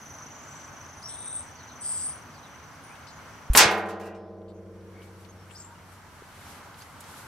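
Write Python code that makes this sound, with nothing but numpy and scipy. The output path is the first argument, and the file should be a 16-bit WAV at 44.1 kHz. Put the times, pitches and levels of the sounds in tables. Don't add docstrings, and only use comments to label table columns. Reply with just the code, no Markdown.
import sys
import numpy as np
from scipy import signal
from scipy.io import wavfile

SR = 44100
rng = np.random.default_rng(int(sys.argv[2]) if len(sys.argv) > 2 else 0)


def to_linear_factor(level_db):
    exponent = np.asarray(level_db, float) / 20
    return 10 ** exponent


def materialize(psi):
    bounded = np.clip(np.atleast_2d(psi).T, -1, 1)
    quanta = np.round(bounded * 32767).astype(np.int16)
    wavfile.write(sys.argv[1], SR, quanta)


N = 320603

# frequency in Hz, density in dB per Hz.
TRAFFIC = [(15, -50), (25, -13.5), (59, -13.5), (80, 3), (140, -4), (204, -8), (260, -1.5), (340, -10),
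           (649, -7.5), (763, -2.5), (1310, -4.5), (4760, -25.5), (6060, -17), (7120, -26), (15600, -31)]
# frequency in Hz, likeness from -1 to 1.
AIR_ALIKE = [(60, 0.94), (180, 0.93), (550, 0.88), (1650, 0.63), (4970, 0.13), (15000, 0.04)]
# time in seconds, lift in dB.
PASSES = [
    (.5, 0.9),
    (5.0, 3.9),
    (6.55, 2.2),
    (7.15, 2),
]
# frequency in Hz, width in Hz, level in dB.
MOTOR = [(100, 31, -64), (149, 20, -61), (202, 87, -75.5), (258, 120, -64)]
# time in seconds, level in dB.
CRICKET = [
    (0, -51.5),
    (1.2, -55.5),
    (2, -57),
    (2.5, -63),
    (5.2, -68.5),
    (6.2, -71.5),
    (7.27, -85),
]
# time in seconds, frequency in Hz.
CRICKET_HZ = [
    (0, 6050),
    (3.3, 5976),
    (4.2, 5740),
    (7.27, 5836),
]

# start in seconds, length in seconds, frequency in Hz, width in Hz, level in dB.
RASPS = [(.001, 0.22, 11300, 4000, -60), (.48, 0.23, 7350, 1300, -58.5), (1.25, 0.19, 3690, 400, -57.5),
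         (1.035, .085, 5330, 650, -51), (1.085, .06, 9700, 1200, -60), (1.085, .09, 3610, 1200, -57),
         (5.59, .13, 7340, 500, -63), (3.075, .04, 8100, 400, -64), (3.072, 0.052, 4670, 1200, -54.5),
         (3.1, .1, 6500, 900, -62), (4.48, 0.048, 3870, 1620, -68.5), (4.485, .03, 7820, 902, -71),
         (4.54, 0.063, 6200, 902, -75), (5.495, 0.028, 2400, 1200, -59), (5.505, 0.067, 7600, 795, -58),
         (5.558, 0.075, 5300, 1300, -55), (5.585, .08, 6600, 1200, -59), (5.66, 0.24, 932, 40, -59.5),
         (6.285, 0.32, 2674, 2370, -63)]
# start in seconds, length in seconds, start in Hz, end in Hz, level in dB.
SLURS = [
    (.3, 0.31, 6500, 7600, -59),
    (2.854, 0.13, 1900, 2930, -58),
    (5.548, 0.036, 4600, 5960, -51),
    (5.572, .014, 5900, 7300, -56),
    (6.805, 0.037, 4300, 5070, -56.5),
]
# start in seconds, length in seconds, start in Hz, level in dB.
SEEPS = [
    (.96, .12, 9400, -59),
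    (2.73, .06, 9900, -66),
    (2.819, 0.15, 9360, -57.5),
    (5.512, .045, 8800, -59),
]
# start in seconds, start in Hz, held note in Hz, level in dB.
WHIPS = [
    (1.022, 2900, 5700, -43),
    (5.577, 7750, 7430, -48),
]
# time in seconds, level in dB, frequency in Hz, hoarse share from 0 to 1.
THIN_BUZZ = [
    (1.075, -64, 8500, 0.2),
    (1.091, -47, 8350, 0.3),
    (1.107, -45.5, 8550, 0.5),
    (1.185, -48, 8600, 0.04),
    (1.3, -42, 8560, 0.01),
    (1.387, -39, 8520, 0.13),
    (1.481, -63, 8240, 0.5),
    (1.52, -68, 8330, 0.2),
]
# time in seconds, level in dB, frequency in Hz, hoarse share from 0 to 1.
BROAD_BUZZ = [
    (1.8, -73, 8400, 0.85),
    (1.81, -50, 8640, 0.66),
    (1.824, -41.5, 8540, 0.33),
    (1.89, -35, 8500, 0.23),
    (2.001, -38, 8230, 0.66),
    (2.078, -35, 8740, 0.25),
    (2.24, -69.5, 8950, 0.73),
]
THIN_SIDES = 1.082, .325, [(3620, 450, -58), (9900, 1500, -64)]
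BROAD_SIDES = 1.82, 0.32, [(3350, 1300, -60), (4900, 790, -51.5), (6500, 1700, -54), (10800, 2400, -59),
               (13300, 1600, -57.5)]
# start in seconds, length in seconds, start in Hz, level in dB.
FALLS = [
    (1.56, 0.094, 5100, -60.5),
    (1.68, .07, 4330, -61),
    (2.33, .085, 5200, -61.5),
    (2.43, 0.052, 4000, -59),
]
# start in seconds, length in seconds, frequency in Hz, level in dB.
PIPS = [
    (4.94, 0.17, 2235, -61.5),
    (5.288, 0.036, 6380, -60),
    (5.377, .08, 5450, -68.5),
    (5.75, 0.03, 2860, -62.5),
]
# time in seconds, peak level in dB, frequency in Hz, left over right in dB.
TICKS = [(2.9547, -43, 2810, 3.0), (3.029, -42, 2800, 3), (3.070, -38, 4200, 11), (4.417, -58, 2950, 0.5),
         (4.4822, -54.5, 3620, 5), (4.7557, -58, 2700, -2.5), (4.8074, -55, 4100, 0.0),
         (5.0196, -43, 2880, 4), (5.247, -42, 3410, 12), (5.5091, -40, 2340, 17), (6.6795, -48, 2680, 1.5),
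         (6.7425, -41, 3400, 4), (6.82, -37, 5030, -7), (6.821, -38, 2900, -4), (1.028, -43, 7450, 4),
         (1.705, -47, 3600, 3), (2.255, -52, 11500, -6), (6.8744, -83, 3130, -5),
         (7.0058, -31.5, 9550, -1.0), (7.0393, -40, 4900, 2)]
# time in seconds, level in dB, frequency in Hz, 60 dB decay in seconds.
KNOCK = (6.2215, -35, 430, 0.016)

# time in seconds, frequency in Hz, width in Hz, level in dB.
RELEASE = [
    (3.5337, 10500, 6000, -26.5),
    (3.5335, 2400, 3010, -34.5),
]
# start in seconds, length in seconds, frequency in Hz, width in Hz, level in dB.
SCRAPES = [(3.557, .022, 1150, 800, -22.5), (3.553, 0.045, 10650, 7200, -23.5),
           (3.563, 0.0054, 11000, 4000, -16.5), (3.5385, 0.002, 10000, 2000, -31.5),
           (3.5742, 0.0036, 6330, 2000, -14), (3.5742, 0.0032, 11470, 2700, -15), (3.9, 3.2, 53, 27, -66.5),
           (4.15, 0.28, 4000, 3300, -76), (4.147, .15, 5300, 350, -77), (4.146, .012, 4600, 2900, -68),
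           (4.147, .05, 8500, 300, -80)]
# frequency in Hz, level in dB.
RING_RETURNS = [(1585, -62), (1655, -62), (1930, -64), (1975, -66), (2388, -64), (2575, -68), (2696, -67),
                (2860, -66), (3116, -76), (2490, -69)]

# time in seconds, level in dB, frequency in Hz, decay in seconds.
THUMP = (3.5, -9, 48, .11)
PUNCH = (3.55088, 17, 1900, .0022)
# time in seconds, level in dB, brightness in dB per octave,
# share of the decay time, rise in seconds.
CONTACTS = [
    (3.549, 6.5, -3.5, 1.9, 0.0047),
    (3.5713, 18.5, 5, 1.19, 0.002),
    (3.598, 19.5, 1, 0.79, 0.0087),
    (3.625, 8, -2, 0.61, .01),
    (3.654, -10.5, -8, 0.37, 0.005),
    (3.69, -17.5, -6, 1.3, 0.036),
]
# time in seconds, level in dB, brightness in dB per octave.
ECHOES = [
    (3.706, -14, 2),
    (3.745, -30, 5),
    (3.772, -25.5, 5),
    (3.855, -31.5, 1.5),
    (3.886, -19, -1),
    (3.9967, -25.5, 0),
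    (4.03, -33.5, 1),
    (4.054, -28, 1),
    (4.145, -36, -4.5),
]
# frequency in Hz, density in dB per Hz.
CRASH = [(35, -58), (60, -27), (120, -7.5), (192, -12), (351, -9.5), (423, -7.5), (829, -0.5), (1320, -5),
         (1450, -1.5), (5840, -4.5), (15500, -10.5)]
# frequency in Hz, 60 dB decay in seconds.
CRASH_T60 = [(100, 0.064), (170, 0.15), (260, 0.2), (340, 0.36), (550, 0.77), (750, 0.5), (1500, 0.53),
             (3000, 0.34), (6000, 0.23), (12000, 0.08)]
# frequency in Hz, likeness from -1 to 1.
CRASH_ALIKE = [(60, 0.9), (240, 0.96), (950, 1), (2000, 0.82), (3770, 0.75), (9000, 0.36), (15000, 0.014)]
# frequency in Hz, level in dB, 60 dB decay in seconds.
LOWER_WALL = [(94.7, -18, 4.26), (110.4, -34, 3.63), (176.6, -39, 6.0), (188.4, -16, 3.13),
              (202.0, -12, 2.15), (212.8, -13, 2.25), (294.1, -34, 1.94), (312.2, -17, 1.96),
              (318.8, -20, 2.85), (338.5, -9, 2.32), (362.4, -19, 2.48), (392.5, -21, 2.8),
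              (406.4, -19, 2.32), (419.7, -7, 1.5), (425.8, -14, 1.73), (449.5, -8, 2.14),
              (456.9, -11, 2.15), (466.7, -22, 2.91), (476.9, -16, 2.37)]
UPPER_WALL = [(485.8, -18, 1.96), (495.4, -22, 1.91), (507.7, -21, 2.77), (516.3, -32, 2.8),
              (536.6, -19, 2.8), (550.9, -10, 1.18), (557.8, -18, 1.15), (573.3, -12, 1.92),
              (584.3, -11, 1.02), (601.1, -9, 1.46), (615.2, -27, 1.88), (627.5, -8.5, 2.21),
              (639.4, -20, 2.08), (653.6, -9, 1.25), (665.0, -18, 1.4), (671.1, -13, 1.74),
              (679.1, -6, 1.14), (685.7, -22, 1.59), (698.1, -3, 1.09), (704.9, -16, 1.55),
              (714.0, -10, 0.94), (723.4, -17, 1.44)]
END_PLATES = [(745.3, -2, 1.15), (774.9, -6.5, 1.94), (795.6, -11, 1.14), (810.5, -14, 1.46),
              (824.5, -7, 1.07), (838.3, -5, 1.24), (855.3, -17, 1.18), (869.4, -12, 1.04),
              (896.5, -2, 0.73), (924.9, -18, 1.62), (941.6, -11, 0.98), (953.9, -23, 1.57),
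              (985.8, -4, 0.88), (1021.6, -7, 1.47), (1047.7, -20, 1.17), (1058.3, -13, 1.14),
              (1078.2, -16, 1.08), (1119.1, -12, 0.95), (1152.0, -13, 1.3), (1168.0, -19, 1.28),
              (1187.2, -17, 1.26), (1201.8, -2, 0.79), (1231.6, -21, 1.22), (1243.5, -7, 0.85),
              (1254.0, -11, 1.1), (1294.9, -13, 1.16), (1317.7, -10, 0.8), (1331.0, -17, 0.97),
              (1386.7, -8, 1.03), (1400.3, -10, 0.79), (1422.4, -3, 0.85), (1445.2, -22, 0.91),
              (1468.6, -14, 1.02), (1477.5, -9, 1.02), (1518.4, -5, 0.99), (1543.2, 0, 0.71),
              (1552.9, -8, 0.97), (1628.6, -10, 0.92), (1646.3, -11, 0.88), (1660.6, -12, 0.9),
              (1677.6, -10, 0.89), (1714.7, -11, 0.87), (1735.1, -13, 0.86), (1763.7, -11, 0.78),
              (1840.8, -13, 0.81), (1857.9, 3, 0.81), (1870.4, -11, 0.8), (1879.4, -9, 0.8),
              (1893.6, -6, 0.73), (1958.8, -6, 0.77), (1972.5, -13, 0.76), (2104.7, -15, 0.71),
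              (2136.5, -6, 0.57), (2148.9, 1, 0.54), (2163.8, -15, 0.69), (2175.5, -11, 0.69),
              (2207.0, -8, 0.68), (2225.2, -14, 0.67)]
RIM = [(2282.5, 1, 0.4), (2344.6, -9, 0.64), (2387.0, -5, 0.62), (2431.1, -4, 0.62), (2457.6, -9, 0.52),
       (2477.2, -7, 0.49), (2517.9, 1, 0.4), (2612.0, -4, 0.52), (2650.9, -3, 0.43), (2678.7, -12, 0.55),
       (2696.7, 3, 0.36), (2743.1, -9, 0.45), (2763.1, -10, 0.45), (2790.9, 0, 0.39), (2812.6, -7, 0.4),
       (2839.2, -12, 0.5), (2869.1, -8, 0.48), (2952.9, -14, 0.44), (3020.4, -2, 0.38), (3041.4, -13, 0.49),
       (3059.4, -12, 0.49), (3096.7, -5, 0.35), (3211.3, -10, 0.47), (3264.1, -21, 0.45), (3309.2, 1, 0.32),
       (3347.7, -11, 0.45), (3421.6, 1, 0.31), (3440.4, -5, 0.44), (3461.5, -2, 0.37), (3500.0, -9, 0.43)]
TORN_PANEL = [(743.1, -1, 0.72), (777.4, 0, 0.63), (853.6, 9, 0.59), (997.0, 3, 0.5), (1015.4, 4, 0.76),
              (1055.8, -4, 0.47), (1101.6, 1, 0.45), (1130.2, 1, 0.44), (1246.9, -7, 1.2),
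              (1272.3, -6, 0.72), (1308.6, -9, 0.84), (1418.3, 5, 0.5), (1448.1, 2, 0.38),
              (1473.2, -5, 0.72), (1505.1, -7, 0.68), (1548.7, -6, 0.97), (1598.8, 6, 0.32),
              (1650.1, 3, 0.57), (1735.6, 2, 0.32), (1775.3, 3, 0.32), (1847.0, 2, 0.32), (1948.1, 7, 0.36),
              (1984.8, 2, 0.38), (2095.8, -2, 0.35), (2150.6, 1, 0.7), (2270.7, 2, 0.3)]
TORN_EDGE = [(3671.7, -5, 0.41), (3772.3, -1, 0.4), (3837.5, -1, 0.34), (3994.7, -5, 0.34),
             (4194.9, -6, 0.36), (4337.8, -3, 0.35), (4402.5, 1, 0.25), (4469.8, -3, 0.34),
             (4533.9, -1, 0.27), (4598.3, -8, 0.28), (4742.4, 2, 0.26), (4857.8, -6, 0.31),
             (4945.6, -3, 0.28), (5042.8, 1, 0.24), (5140.7, -3, 0.26), (5202.8, 0, 0.25),
             (5264.9, 1, 0.21), (5397.8, -6, 0.28), (5466.4, 10, 0.15), (5577.8, -2, 0.25),
             (5670.8, -1, 0.23), (5771.6, 3, 0.21), (5840.5, 1, 0.22), (6003.2, -3, 0.24),
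             (6054.7, 9, 0.14), (6115.9, -1, 0.18), (6216.7, -8, 0.24), (6361.9, -4, 0.24),
             (6424.3, 0, 0.23), (6493.6, -2, 0.23), (6650.4, -9, 0.23), (6691.8, 3, 0.16),
             (6732.2, -2, 0.22), (6779.4, 6, 0.17), (6864.4, -4, 0.22), (6977.3, -3, 0.21)]
# frequency in Hz, seconds to the swell, seconds from null to null.
TWINS = [(627.5, .67, 1.35), (698.1, .7, 1.4), (774.9, 0, 2.4), (1857.9, .9, 2.0)]

# time in
# seconds, level in dB.
RUSTLE_FLOOR = [
    (4.45, -93),
    (4.85, -80),
    (7.27, -68),
]
# peak time in seconds, level in dB, rise in seconds.
STIRS = [(5.03, -69, 0.019), (5.22, -71, 0.105), (5.55, -69, 0.097), (5.72, -72.5, 0.035),
         (5.93, -66.5, 0.083), (6.16, -71.5, .05), (6.52, -60.5, 0.24), (6.79, -61, 0.025),
         (7.002, -65, 0.0092), (7.11, -59.5, 0.086), (7.179, -58, 0.025)]
# frequency in Hz, density in dB per Hz.
RUSTLE_TONE = [(1180, -24.5), (2000, -11.5), (4440, -5.5), (4920, -9), (6650, -8.5), (11200, -7),
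               (15600, -32)]

PORT_LAG_S = 48e-6
FAR_WALL_S = 3.574


def rms_one(x):
    return x / np.sqrt(np.mean(np.abs(x) ** 2) + 1e-20)


def in_time(rows):
    return to_linear_factor(np.interp(np.arange(N) / SR, *np.transpose(rows)))


def at_hz(points, hz):
    points = np.array(points)
    return np.interp(np.log(hz), np.log(np.maximum(points[:, 0], 1)), points[:, 1])


def pan(db):
    return to_linear_factor(db * np.array([[1], [-1]]))


def drift(rate_hz):
    knot_step = 200
    knots = rng.standard_normal(N // knot_step + 402)
    r = np.exp(-2 * np.pi * rate_hz * knot_step / SR)
    slow = signal.lfilter([1], [1, -2 * r, r * r], knots)[400:]
    return np.interp(np.arange(N) / knot_step, np.arange(len(slow)), rms_one(slow))


def ring(clicks, hz, t60):
    r, w = to_linear_factor(-60 / (t60 * SR)), 2 * np.pi * hz / SR
    return signal.lfilter([0, np.sin(w)], [1, -2 * r * np.cos(w), r * r], clicks + 1e-18)


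def thud(s, db, hz, t60):
    click = np.zeros(N)
    click[round(s * SR)] = to_linear_factor(db)
    return ring(click, hz, t60)


def bands(spectrum, likeness, count):
    edges = 25 * 2 ** np.arange(0, 9.6, .5)
    white = rng.standard_normal((2, 2, count))
    for k, (low, high) in enumerate(zip(edges, edges[1:])):
        hz = np.sqrt(low * high)
        sos = signal.butter(2, [low, high], "band", fs=SR, output="sos")
        mid, side = signal.sosfilt(sos, white[k % 2])
        alike = np.clip(at_hz(likeness, hz), -1, 1)
        stereo = np.sqrt(1 + alike) * mid + np.sqrt(1 - alike) * side * [[1], [-1]]
        yield hz, to_linear_factor(at_hz(spectrum, hz)) * stereo


def warble(hz, width_hz, lag_s):
    settle = 1500
    noise = rng.standard_normal((3, len(hz) + settle, 2)) @ [1, 1j]
    sos = signal.butter(3, width_hz / 2, fs=SR, output="sos")
    slow = signal.sosfilt(sos, noise)[:, settle:]
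    slow = rms_one(slow[0] + np.clip(hz[0] / 200, .2, .5) * slow[1:])
    phase = 2 * np.pi * (np.cumsum(hz) / SR - hz * lag_s * np.array([[0], [1]]))
    return np.sqrt(2) * np.real(slow * np.exp(1j * phase))


def glides(rows, lag_s):
    out = np.zeros((2, N))
    for s, length, from_hz, to_hz, width_hz, db in rows:
        span = round(s * SR) + np.arange(round(length * SR))
        swell = np.sin(np.pi * np.linspace(0, 1, len(span)) ** .6) ** .5
        hz = np.linspace(from_hz, to_hz, len(span))
        out[:, span] += to_linear_factor(db) * swell * warble(hz, width_hz, lag_s)
    return out


def steady(rows):
    return [(s, length, hz, hz, width_hz, db) for s, length, hz, width_hz, db in rows]


def air(spectrum, patchy_db):
    together = drift(3.2)
    total = 0
    for hz, band in bands(spectrum, AIR_ALIKE, N):
        total = total + band * to_linear_factor(patchy_db * (0.53 * together + drift(11.0)))
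    return rms_one(total)


def traffic():
    t, half_width_s = np.arange(N) / SR, 0.11
    lift_db = sum(db * np.exp(-.5 * ((t - s) / half_width_s) ** 2) for s, db in PASSES)
    return to_linear_factor(-47.5) * to_linear_factor(lift_db) * air(TRAFFIC, patchy_db=0.85)


def motor():
    return sum(to_linear_factor(db) * warble(np.full(N, hz), width_hz, 0) for hz, width_hz, db in MOTOR)


def cricket():
    trill_per_s, trill_start_s, lag_s = 24.12, .027, 6e-6
    t = np.arange(N) / SR
    hz = np.interp(t, *np.transpose(CRICKET_HZ))
    stroke = (.5 + .5 * np.cos(2 * np.pi * trill_per_s * (t - trill_start_s))) ** 0.5
    near = rms_one(stroke * to_linear_factor(1.5 * drift(5.0)) * warble(hz, 360, lag_s))
    farther = to_linear_factor(-8.5) * warble(hz + 180, 1200, lag_s)
    return in_time(CRICKET) * (near + farther)


def notes():
    thin_hz, sag_hz_per_s = 230, 3500
    rows = steady(RASPS) + [(s, length, hz, hz, thin_hz, db) for s, length, hz, db in PIPS]
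    rows += [(s, length, hz, hz - sag_hz_per_s * length, thin_hz, db) for s, length, hz, db in SEEPS]
    rows += [(s, length, hz, 3400, 550, db) for s, length, hz, db in FALLS]
    for s, length, low, high, db in SLURS:
        rows.append((s, length, low, high, 0.1 * (low + high) / 2, db))
    for s, length, sides in (THIN_SIDES, BROAD_SIDES):
        rows += [(s, length, hz, hz * 1.03, width_hz, db) for hz, width_hz, db in sides]
    return rows


def whips():
    settle_s, climb_s, climb_share = 0.0047, .013, .3
    rise_s, note_s, echo_db_per_s, width_hz = 0.011, 0.037, 186, 240
    out, age = np.zeros((2, N)), np.arange(SR // 4) / SR
    fade = to_linear_factor(-echo_db_per_s * np.maximum(age - note_s, 0))
    swell = np.minimum(age / rise_s, 1) ** 1.4 * fade
    octave_swell = to_linear_factor(-19) * np.minimum(age / rise_s / 2, 1) ** 2 * swell
    short_of_note = (1 - climb_share) * np.exp(-age / settle_s) + climb_share * np.exp(-age / climb_s)
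    for s, from_hz, note_hz, db in WHIPS:
        hz = note_hz - (note_hz - from_hz) * short_of_note
        voice = warble(hz, width_hz, PORT_LAG_S)
        voice = voice + octave_swell * warble(2 * hz, width_hz, PORT_LAG_S)
        start = round(s * SR)
        out[:, start:start + len(age)] += to_linear_factor(db) * swell * voice
    return out


def buzzes():
    clear_hz, hoarse_hz = 261, 1310
    out = np.zeros((2, N))
    for rows in (THIN_BUZZ, BROAD_BUZZ):
        s, *columns = np.transpose(rows)
        span = np.arange(round(s[0] * SR), round(s[-1] * SR))
        db, hz, hoarse = (np.interp(span / SR, s, c) for c in columns)
        hoarse = np.clip(hoarse, 0, 1)
        voice = np.sqrt(1 - hoarse) * warble(hz, clear_hz, PORT_LAG_S)
        voice = voice + np.sqrt(hoarse) * warble(hz, hoarse_hz, PORT_LAG_S)
        out[:, span] += to_linear_factor([[6.0], [3.5]]) * to_linear_factor(db) * voice
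    return out


def birds():
    return pan(1.5) * (glides(notes(), PORT_LAG_S) + whips()) + buzzes()


def ticks():
    out, age = np.zeros((2, N)), np.arange(1500) / SR
    for s, db, hz, pan_db in TICKS:
        puff = warble(np.full(len(age), hz), 0.82 * hz, 0) * to_linear_factor(-60 * age / 0.05)
        start = round(s * SR)
        out[:, start:start + len(age)] += to_linear_factor(db - 11.5) * pan(pan_db / 2) * puff
    return out + thud(*KNOCK)


def arrow():
    tick_s, hiss_s, hiss_db = 0.0029, 0.015, -7
    rows = [(s, tick_s, hz, width_hz, db) for s, hz, width_hz, db in RELEASE]
    rows += [(s + tick_s, hiss_s, hz, width_hz, db + hiss_db) for s, hz, width_hz, db in RELEASE]
    rows += [(3.99, 0.19, hz, 25, db) for hz, db in RING_RETURNS]
    return glides(steady(rows + SCRAPES), 9e-6)


def lean(hz):
    return pan(-1.4 * np.exp(-(2 * np.log2(hz / 2200)) ** 2))


def crash():
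    start, count = int(3.5 * SR), int(1.3 * SR)
    out, t = np.zeros((2, N)), np.arange(count) / SR + 3.5
    yard_t60_s = 0.14
    blows = [(*row, 0, 0) for row in CONTACTS]
    # share of the decay time, rise s, hold s, shortest decay s
    blows += [(*row, 0.93, .002, 0.016, yard_t60_s) for row in ECHOES]
    for hz, band in bands(CRASH, CRASH_ALIKE, count):
        power = 0
        for s, db, tilt, share, rise, hold, least_t60 in blows:
            age = np.maximum(t - s, 0)
            t60 = max(share * at_hz(CRASH_T60, hz), least_t60)
            fall_db = -60 * np.maximum(age - hold, 0) / t60
            level_db = db + tilt * np.log2(hz / 4000) + fall_db
            power = power + to_linear_factor(2 * level_db) * np.minimum(age / rise, 1) ** 2
        out[:, start:start + count] += lean(hz) * band * np.sqrt(power)
    return out


def mode(hz, db, t60, share):
    first = round(FAR_WALL_S * SR)
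    click = np.zeros(min(N - first, round(2 * share * t60 * SR)))
    click[0] = to_linear_factor(db) * rng.choice([-1, 1])
    age = np.arange(len(click)) / SR
    longest_s = 1430 / hz
    tone = ring(click, hz, min(share * t60, longest_s)) * np.minimum(age / 0.018, 1)
    for twin_hz, swell_s, beat_s in TWINS:
        if twin_hz == hz:
            tone = tone * np.cos(np.pi * (age - swell_s) / beat_s)
    sides = lean(hz) * pan(rng.normal(0, 0.8))
    lag = round(rng.normal(0, 2.5))
    return sides * [tone, np.roll(tone, lag)]


def modes():
    out, first = np.zeros((2, N)), round(FAR_WALL_S * SR)
    # part, level dB, share of the listed ring time that is used
    parts = ((LOWER_WALL, 1, 1), (UPPER_WALL, 0.5, 1), (END_PLATES, 1, 1),
             (RIM, 0.5, 1), (TORN_PANEL, -1, 0.68), (TORN_EDGE, -1, 1))
    for rows, part_db, share in parts:
        for hz, db, t60 in rows:
            tone = mode(hz, db + part_db, t60, share)
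            out[:, first:first + tone.shape[1]] += tone
    return out


def drum():
    rings = modes()
    out = crash() + rings
    for s, db, _ in ECHOES:
        late = round((s - FAR_WALL_S) * SR)
        out[:, late:] += to_linear_factor(db - 19.5) * rings[:, :-late]
    return out + thud(*PUNCH) + thud(*THUMP)


def grass():
    rise_db, fall_db_per_s = 11, 113
    t = np.arange(N) / SR
    power = in_time(RUSTLE_FLOOR) ** 2
    for s, db, rise in STIRS:
        below_db = np.where(t < s, rise_db * (s - t) / rise, fall_db_per_s * (t - s))
        power += to_linear_factor(2 * (db - below_db))
    return np.sqrt(power) * to_linear_factor(8) * air(RUSTLE_TONE, patchy_db=.7)


def gain_control():
    duck_db, bite_s, bite_time_s, hold_until_s, creep_s = -25, 3.547, .0042, 4.216, 0.92
    squeeze_db, from_s, to_s, edge_s = -1.5, 3.67, 4.02, .03
    t = np.arange(N) / SR
    bite = 1 - np.exp(-np.maximum(t - bite_s, 0) / bite_time_s)
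    creep = np.exp(-np.maximum(t - hold_until_s, 0) / creep_s)
    squeeze = np.tanh((t - from_s) / edge_s) - np.tanh((t - to_s) / edge_s / 2)
    return to_linear_factor(squeeze_db * squeeze / 2 + duck_db * bite * creep)


def ceiling():
    top, top_settled, settle_from_s, time_s = 1.3, .6, 3.58, .014
    t = np.arange(N) / SR
    return top_settled + (top - top_settled) * np.exp(-np.maximum(t - settle_from_s, 0) / time_s)


def scene():
    far = traffic() + motor() + cricket()
    near = birds() + ticks() + grass() + arrow()
    return drum() + far + near / gain_control()


def band_limit(x):
    return signal.sosfilt(signal.butter(12, 15780, fs=SR, output="sos"), x)


def record(dry):
    heard = signal.sosfilt(signal.butter(2, 14500, fs=SR, output="sos"), dry)
    limited = ceiling() * np.tanh(1.109 * heard * gain_control() / ceiling())
    top_cut = signal.ellip(12, .5, 70, 15790, fs=SR, output="sos")
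    mix = signal.sosfilt(top_cut, limited)
    return band_limit(mix)


dry = scene()
out = record(dry)
materialize(out)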